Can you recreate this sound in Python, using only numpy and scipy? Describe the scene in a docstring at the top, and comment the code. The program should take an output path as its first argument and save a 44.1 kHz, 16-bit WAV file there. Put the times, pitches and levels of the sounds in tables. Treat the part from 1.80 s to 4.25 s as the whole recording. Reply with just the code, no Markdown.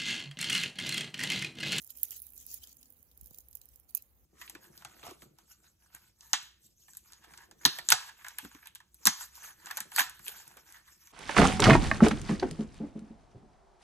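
"""At a glass enclosure in a faintly humming room, stereo microphones close to the leaves.
Metal tongs draw back through the foliage while a lizard takes its food. Leaf slides over leaf in
tiny slips that swish and fizz; bent leaves spring back with papery flicks. Sharp snaps and fine
crackle sound brighter on the right, and a few soft bumps swing a panel in the middle.
The glass walls add a quick flutter and a faint ring."""
import sys
import numpy as np
from scipy import signal
from scipy.fft import rfft, irfft
from scipy.io import wavfile
from scipy.ndimage import uniform_filter1d

SR = 44100
rng = np.random.default_rng(int(sys.argv[2]) if len(sys.argv) > 2 else 0)


def wrap_up_sound(samples):
    """Save the sound to the file named by the first command line argument, as 16-bit audio."""
    columns = np.atleast_2d(samples).T
    # keep every value between -1 and 1, then stretch to whole-number steps
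    tamed = np.clip(columns, -1, 1)
    steps = np.round(tamed * 32767).astype(np.int16)
    wavfile.write(sys.argv[1], SR, steps)


N = 108045


def amp(db):
    return 10 ** (np.asarray(db) / 20)


def unit_rms(x):
    return x / np.sqrt(np.mean(x ** 2) + 1e-20)


def over_pitch(points, hz, column=1):
    """Reads a table along a log-frequency axis."""
    table = np.array(points, float)
    return np.interp(np.log(hz + 1), np.log(table[:, 0] + 1), table[:, column])


def over_time(points, column):
    table = np.array(points, float)
    return np.interp(np.arange(N) / SR, table[:, 0], table[:, column])


def colour(x, points):
    """Filters by a spectrum that falls away below its first point."""
    size = x.shape[-1]
    hz = np.fft.rfftfreq(size, 1 / SR)
    low_cut = np.minimum(hz / points[0][0], 1) ** 2
    return irfft(rfft(x) * amp(over_pitch(points, hz)) * low_cut, size)


def pan(db):
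    """Constant-power gains for a balance: left microphone minus right, in dB."""
    gains = np.array([amp(db / 2), amp(-db / 2)]).reshape(2, -1)
    return gains / np.sqrt(np.mean(gains ** 2, axis=0))


def add(mix, start_s, sound):
    start = round(start_s * SR)
    sound = sound[:, max(-start, 0):]
    part = mix[:, max(start, 0):][:, :sound.shape[1]]
    part += sound[:, :part.shape[1]]


# Room tone behind the enclosure: (frequency [Hz], relative level [dB])
ROOM_SPECTRUM = [(20, -15), (40, -9.5), (60, 2), (85, -8), (130, -11), (190, -16), (255, -15.5),
                 (340, -19.5), (520, -20.5), (800, -24.5), (1400, -29), (3000, -33.5), (5500, -43.5),
                 (7000, -51), (8400, -42), (12500, -29.5), (14300, -30), (15550, -34), (15900, -72)]
# The room across the two microphones: (frequency [Hz], balance [dB], correlation [0-1])
ROOM_STEREO = [(58, 3, 0.6), (270, 2, 0.67), (700, 2.5, 0.3), (1970, 2, 0), (6730, -5, 0.1),
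               (10700, 15.5, 0), (14400, -15, 0.11)]
# Wavering background hum: (pitch [Hz], level [dB], half width [Hz])
HUM_LINES = [(60.8, -75.5, 0.87), (110, -102.5, 6.2), (501, -88, 2.6), (779, -91.5, 12)]
# Faint swells in the background: (time [s], drone level [dB], rumble level [dB], hiss level [dB])
ROOM_SWELLS = [(0, -84, -94, -97), (.35, -85.5, -70.5, -74), (.48, -75.5, -74.5, -86),
               (.82, -81.5, -67, -91), (.95, -77, -104, -80), (1.12, -77.5, -73, -82),
               (1.25, -95, -88, -73), (1.6, -86, -68.5, -86), (2.2, -97, -80.5, -96), (2.33, -98, -89, -75),
               (2.45, -88, -94, -77)]


def room_tone():
    """Behind the leaves: steady air and hum, with a drone, rumble and hiss that come and go."""
    hz = np.fft.rfftfreq(N, 1 / SR)
    balance = pan(over_pitch(ROOM_STEREO, hz))
    correlation = over_pitch(ROOM_STEREO, hz, column=2)
    low_cut = np.minimum(hz / 52, 1) ** 2

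    def stereo_noise(gain):
        left, independent = rfft(rng.standard_normal((2, N)))
        right = correlation * left + np.sqrt(1 - correlation ** 2) * independent
        return unit_rms(irfft(np.array([left, right]) * gain * low_cut * balance, N))

    def band(centre_hz, half_width_hz):
        return stereo_noise(1 / (1 + ((hz - centre_hz) / half_width_hz) ** 2))

    hum = sum(amp(db) * band(pitch_hz, half_width_hz) for pitch_hz, db, half_width_hz in HUM_LINES)
    drone = amp(over_time(ROOM_SWELLS, 1)) * band(centre_hz=251.5, half_width_hz=35)
    rumble = amp(over_time(ROOM_SWELLS, 2)) * band(centre_hz=62.4, half_width_hz=22)
    hiss = amp(over_time(ROOM_SWELLS, 3)) * band(centre_hz=14400, half_width_hz=820)
    air = amp(-71) * stereo_noise(amp(over_pitch(ROOM_SPECTRUM, hz)))
    return air + hum + drone + rumble + hiss


def slips(per_s, spread_db, decay_s):
    """A random train of tiny slips of uneven size, each a puff of noise."""
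    onsets = rng.random(N) < per_s / SR
    sizes = amp(spread_db * np.minimum(rng.exponential(1, N), 4))
    power = signal.lfilter([1], [1, -np.exp(-1 / (decay_s * SR))], (onsets * sizes) ** 2)
    return np.sqrt(power) * rng.standard_normal((2, N))


def catch_and_slip(depth_db, step_s):
    """A gain that jumps as the leaves catch and slip in short clumps."""
    knots = np.arange(0, N, step_s * SR)
    jumps = rng.standard_normal(N)[:len(knots)]
    return amp(depth_db * np.interp(np.arange(N), knots, jumps))


def bending(x, depth_db):
    """Resonances drift as the leaves bend and touch in new places."""
    spectra = signal.stft(x, nperseg=256)[2]
    _, bins, frames = spectra.shape
    patches = rng.standard_normal((frames, bins))  # the same at both microphones
    patches = uniform_filter1d(patches, size=9, axis=0)
    patches = uniform_filter1d(patches, size=3, axis=1)
    return signal.istft(spectra * amp(depth_db * unit_rms(patches).T), nperseg=256)[1][:, :N]


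# Leaves brushing, close up: (time [s], relative swish level [dB], relative fizz and crackle level [dB])
BRUSHING = [(0, -70.5, -57), (0.09, -70.5, -65), (0.104, -54, -48.5), (0.13, -71, -64.5), (0.158, -65, -58),
            (0.175, -68.5, -57), (0.226, -61.5, -54.5), (0.244, -52, -44), (0.268, -59.5, -54.5),
            (0.3, -60, -55), (0.325, -51.5, -46.5), (0.35, -56.5, -57.5), (0.375, -55, -47.5),
            (0.413, -76, -62), (0.43, -66, -52.5), (0.51, -73.5, -63), (0.555, -74.5, -61),
            (0.605, -59.5, -56), (0.648, -70, -64.5), (0.72, -59.5, -45), (0.75, -60, -51),
            (0.805, -68.5, -65.5), (0.838, -56, -50.5), (0.858, -69, -64), (0.895, -64, -62.5),
            (0.93, -67.5, -66), (0.96, -77, -67), (1.04, -72.5, -66.5), (1.13, -78.5, -67),
            (1.29, -81.5, -73.5), (1.39, -79.5, -70.5), (1.47, -71.5, -63), (1.61, -73.5, -64.5),
            (1.67, -80, -71.5), (1.765, -73, -63), (1.8, -76, -68.5), (1.96, -75, -69), (2.075, -85, -74),
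            (2.09, -72, -58), (2.112, -68, -60), (2.135, -81, -74.5), (2.172, -52.5, -62),
            (2.186, -65.5, -85), (2.24, -77, -77), (2.28, -85.5, -77)]
# The brushing across the two microphones: (time [s], swish balance [dB], fizz balance [dB])
LEAF_BALANCE = [(0, 2, -17), (.3, 4.5, -1), (.53, 2.5, -11), (.61, 7, -5), (.72, 3.5, -1), (.93, 2, -6),
                (1.15, 5, -20), (1.6, 3, 1.5), (2.1, 1, -25), (2.3, 6, -8)]
# The broad swish, a little to the left: (frequency [Hz], relative level [dB])
SWISH_SPECTRUM = [(300, -11.5), (1100, -14), (2100, -10), (2900, -4), (3700, -4.5), (5000, -3), (7000, 3.5),
                  (8300, -5.5), (11000, -23)]
# The high fizz, mostly to the right: (frequency [Hz], relative level [dB])
FIZZ_SPECTRUM = [(3000, -47.5), (6000, -40.5), (8300, -20.5), (9800, -12), (11000, 1.5), (12200, -4.5),
                 (13300, -0.5), (14500, 0.5), (15300, -1.5), (15600, 0), (15900, -21.5)]
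# Crackle and snap treble, with the right microphone's ringing emphasis:
# (frequency [Hz], relative level [dB])
CRISP_SPECTRUM = [(3000, -29), (6000, -29.5), (8200, -17), (9500, -5), (11000, -3), (11600, -3.5),
                  (12100, 5), (13400, -4), (14300, 6), (15300, -1.5), (15650, -10), (16000, -18),
                  (16500, -36)]


def brushing_leaves():
    """Leaf slides over leaf: dense slips make the swish and fizz, sparse ones the crackle."""
    rub = slips(per_s=5000, spread_db=3, decay_s=0.00068) * catch_and_slip(depth_db=2.5, step_s=0.006)
    ticks = slips(per_s=240, spread_db=2.5, decay_s=0.00023)
    swish = unit_rms(bending(colour(rub, SWISH_SPECTRUM), depth_db=4.5))
    swish *= amp(-0.5) * pan(over_time(LEAF_BALANCE, 1))
    fizz = unit_rms(bending(colour(rub, FIZZ_SPECTRUM), depth_db=4))
    fizz *= amp(-4) * pan(over_time(LEAF_BALANCE, 2))
    crackle = amp(-3.5) * pan(-12) * unit_rms(colour(ticks, CRISP_SPECTRUM))
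    return amp(over_time(BRUSHING, 1)) * swish + amp(over_time(BRUSHING, 2)) * (fizz + crackle)


def tearing_fibre(spectrum, rise_s, lead_samples):
    """A millisecond or so of tearing fibre at each microphone, never twice quite the same colour."""
    age = np.maximum(np.arange(512) - lead_samples, 0) / SR / rise_s
    envelope = age * np.exp(-age)
    noise_spectrum = rfft(rng.standard_normal((2, 512)) * envelope)
    flat_burst = irfft(noise_spectrum / (abs(noise_spectrum) + 1e-9))
    varied_spectrum = [(hz, db + 2 * rng.standard_normal()) for hz, db in spectrum]
    burst = colour(flat_burst * np.sqrt(envelope), varied_spectrum)
    energy = np.sum(burst ** 2, axis=1, keepdims=True)
    return burst * np.sqrt(0.0025 * SR / energy)  # the energy of 2.5 ms at an rms of one


# Sharp snaps: (time [s], relative treble level [dB], relative body level [dB], treble balance [dB])
SHARP_SNAPS = [(0.0178, -44.5, -70, -34), (0.024, -63, -54.5, -10), (0.0375, -50, -63, -23),
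               (0.0456, -44.5, -56.5, -10), (0.066, -51, -59, -10), (0.075, -46.5, -61, -8),
               (0.1046, -38, -56, -16), (0.166, -52, -72, -20), (0.1725, -41.5, -57, -10),
               (0.185, -46.5, -57, -10), (0.1987, -49, -66, -13), (0.2318, -19, -41, -11.5),
               (0.3075, -36, -44, -11), (0.329, -46, -56, -17), (0.362, -50, -53, -6),
               (0.378, -52, -70, -2), (0.3954, -54, -76, -11), (0.4016, -43, -64, -16),
               (0.419, -38.5, -65, -7), (0.4242, -47, -77, -12), (0.4406, -53, -70, -12),
               (0.4672, -43, -59, -27), (0.483, -56, -68, -17), (0.504, -51, -71, -4),
               (0.522, -51.5, -75, -15), (0.535, -49, -73, -17), (0.5445, -51, -83, -23),
               (0.5584, -52, -76, -28), (0.5642, -48.5, -60, -13), (0.5778, -42, -56, -17),
               (0.6267, -52, -63, -13), (0.645, -62, -74, -10), (0.6648, -39.5, -60, -27),
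               (0.7146, -47, -47, 4), (0.742, -33, -47, -10), (0.761, -54, -67, -9), (0.7757, -49, -58, -5),
               (0.8381, -47, -49.5, -18), (0.8725, -51, -51, -10), (0.8931, -58, -59, 2),
               (0.928, -53.5, -56, -8), (0.9436, -63, -69, -18), (0.9688, -52, -60.5, -35),
               (1.012, -54, -73, -22), (1.0292, -51.5, -60, -7), (1.0567, -58.5, -59, 4),
               (1.103, -50, -71, -27), (1.1237, -53, -83, -17), (1.228, -51.5, -69.5, -30),
               (1.3142, -59, -67.5, -1), (1.375, -49, -70, -37), (1.4117, -45, -59.5, -24),
               (1.433, -54, -66, -21), (1.443, -51.5, -66, -23), (1.4593, -46.5, -59, -39),
               (1.4707, -49.5, -64, -13), (1.479, -57, -73, -22), (1.5084, -51, -59.5, -14),
               (1.5458, -48, -55, -10), (1.5755, -53, -67, -15), (1.5852, -41.5, -50, -7),
               (1.6048, -51.5, -56.5, -19), (1.6854, -49, -71, -33), (1.7116, -51.5, -84, -25),
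               (1.729, -53, -56.5, -26), (1.7526, -35, -49.5, -13), (1.7707, -49, -60, -16),
               (1.815, -49.5, -56, -6), (1.8555, -49.5, -72, -13), (1.888, -53, -63.5, -15),
               (1.9588, -49, -62.5, -34), (1.9987, -52.5, -84, -40.5), (2.1495, -21, -40.5, -13.5),
               (2.1701, -36.5, -49.5, -15), (2.1747, -36.5, -50, -9), (2.223, -47, -61, -4)]
# A snap's duller body: (frequency [Hz], relative level [dB])
BODY_SPECTRUM = [(150, 0), (900, -12), (1800, -15.5), (2900, -16.5), (3700, -10), (5000, 2), (6800, 9.5),
                 (8200, 4.5), (11000, -29.5)]


def snaps():
    """Fibres snap: a crisp top, mostly louder on the right, and a duller body near the middle."""
    out, lead_samples = np.zeros((2, N)), 128
    for time_s, treble_db, body_db, balance_db in SHARP_SNAPS:
        rise_s = 0.00049 * 2 ** ((treble_db + 45.5) / 59.5)  # louder snaps last longer
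        treble = amp(treble_db - 0.5) * tearing_fibre(CRISP_SPECTRUM, rise_s, lead_samples)
        body = amp(body_db - 1.5) * tearing_fibre(BODY_SPECTRUM, rise_s * 1.42, lead_samples)
        add(out, time_s - lead_samples / SR, pan(balance_db) * treble + pan(2.5) * body)
    return out


# Papery leaves and stems coming free, left of centre:
# (peak time [s], pitch [Hz], half width [Hz], relative level [dB], half length [s])
LEAF_FLICKS = [(0.1, 4700, 900, -55, 0.003), (.233, 4460, 1100, -46.5, 0.0018),
               (0.244, 2720, 694, -58, 0.0056), (0.323, 2980, 253, -45.5, 0.003),
               (0.603, 6800, 1300, -54.5, 0.023), (0.713, 6100, 1550, -50, 0.03),
               (.826, 3500, 900, -59, 0.0025), (.838, 3330, 396, -48.5, 0.0037),
               (.839, 4700, 600, -51, 0.0033), (0.872, 3300, 500, -61.5, 0.0087),
               (0.99, 6800, 795, -60, 0.0066), (1.031, 4760, 1840, -50, 0.00082),
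               (1.315, 4200, 1200, -65.5, 0.0026), (1.374, 4240, 1200, -67, .0012),
               (1.545, 4160, 1300, -56.5, 0.0011), (1.733, 4260, 1300, -62, .0014),
               (1.816, 3840, 1090, -57, .0018), (2.159, 6600, 302, -48, 0.0047),
               (2.173, 2670, 200, -59, 0.0045), (2.174, 6560, 500, -54, .003)]


def leaf_flicks():
    """A bent leaf flicks or slides free: a short swell of friction rings in one broad resonance."""
    out, size = np.zeros((2, N)), SR // 4
    t, hz = (np.arange(size) - size // 2) / SR, np.fft.rfftfreq(size, 1 / SR)
    for peak_s, pitch_hz, half_width_hz, db, half_length_s in LEAF_FLICKS:
        resonance = 1 / (1 + ((hz - pitch_hz) / half_width_hz) ** 4)
        ring = irfft(rfft(rng.standard_normal((2, size))) * resonance, size)
        swell = np.exp(-0.5 * (t / half_length_s) ** 2)
        flick = unit_rms(ring * swell) * np.sqrt(np.mean(swell ** 2))
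        add(out, peak_s + t[0], amp(db - 6) * pan(5.5) * flick)
    return out


# Soft bumps, midway between the microphones:
# (time [s], relative level [dB], pitch [Hz], attack [s], decay [s])
PANEL_BUMPS = [(1.3792, -61.5, 298, 0.00054, 0.0019), (1.381, -54.5, 59, 0.053, 0.036),
               (1.4242, -54.5, 150, .003, 0.0038), (1.459, -67, 218, .003, 0.0068),
               (1.5122, -50.5, 144, 0.00017, 0.0034), (1.589, -55.5, 130, .0003, 0.0008)]


def panel_bumps():
    """Each push makes a panel of the enclosure swing and die away within a few cycles."""
    out, t = np.zeros((2, N)), np.arange(SR // 4) / SR
    low_pass = signal.butter(4, 1230, fs=SR, output="sos")
    for time_s, db, pitch_hz, attack_s, decay_s in PANEL_BUMPS:
        envelope = np.minimum(t / attack_s, 1) * np.exp(-np.maximum(t - attack_s, 0) / decay_s)
        swing = np.cos(2 * np.pi * pitch_hz * t) * envelope
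        side = 0.88 * signal.hilbert(swing).imag  # shifts the phase between left and right
        add(out, time_s, amp(db) * signal.sosfilt(low_pass, [swing + side, swing - side]))
    return out


# Inside the glass, the flutter, far-wall echo and longer ring: (delay [s], t60 [s], level [dB])
GLASS_ECHOES = [(0.001, 0.021, -6), (.0105, 0.015, -23), (0.0046, 0.41, -27)]


def glass_walls(direct, crossfeed=0.084):
    """The glass walls throw back a quick flutter and a faint ring, partly from the other side."""
    t, out = np.arange(SR // 3) / SR, direct.copy()
    at_walls = direct + crossfeed * direct[::-1]
    for delay_s, t60_s, db in GLASS_ECHOES:
        tail = rng.standard_normal((2, len(t))) * (t > delay_s) * np.exp(-np.log(1000) * t / t60_s)
        tail /= np.linalg.norm(tail, axis=1, keepdims=True)
        out += amp(db) * signal.fftconvolve(at_walls, tail, axes=1)[:, :N]
    return out


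def scene():
    """Foliage close up inside the glass, bumps on its panels and the room behind."""
    foliage = snaps() + brushing_leaves() + leaf_flicks()
    return glass_walls(foliage) + panel_bumps() + room_tone()


def record(dry):
    """The recorder's band ends at 16.5 kHz."""
    low_pass = signal.firwin(255, 16500, window=("kaiser", 9), fs=SR)
    return signal.oaconvolve(dry, low_pass[None], "same", axes=1)


dry = scene()
out = record(dry)
wrap_up_sound(out)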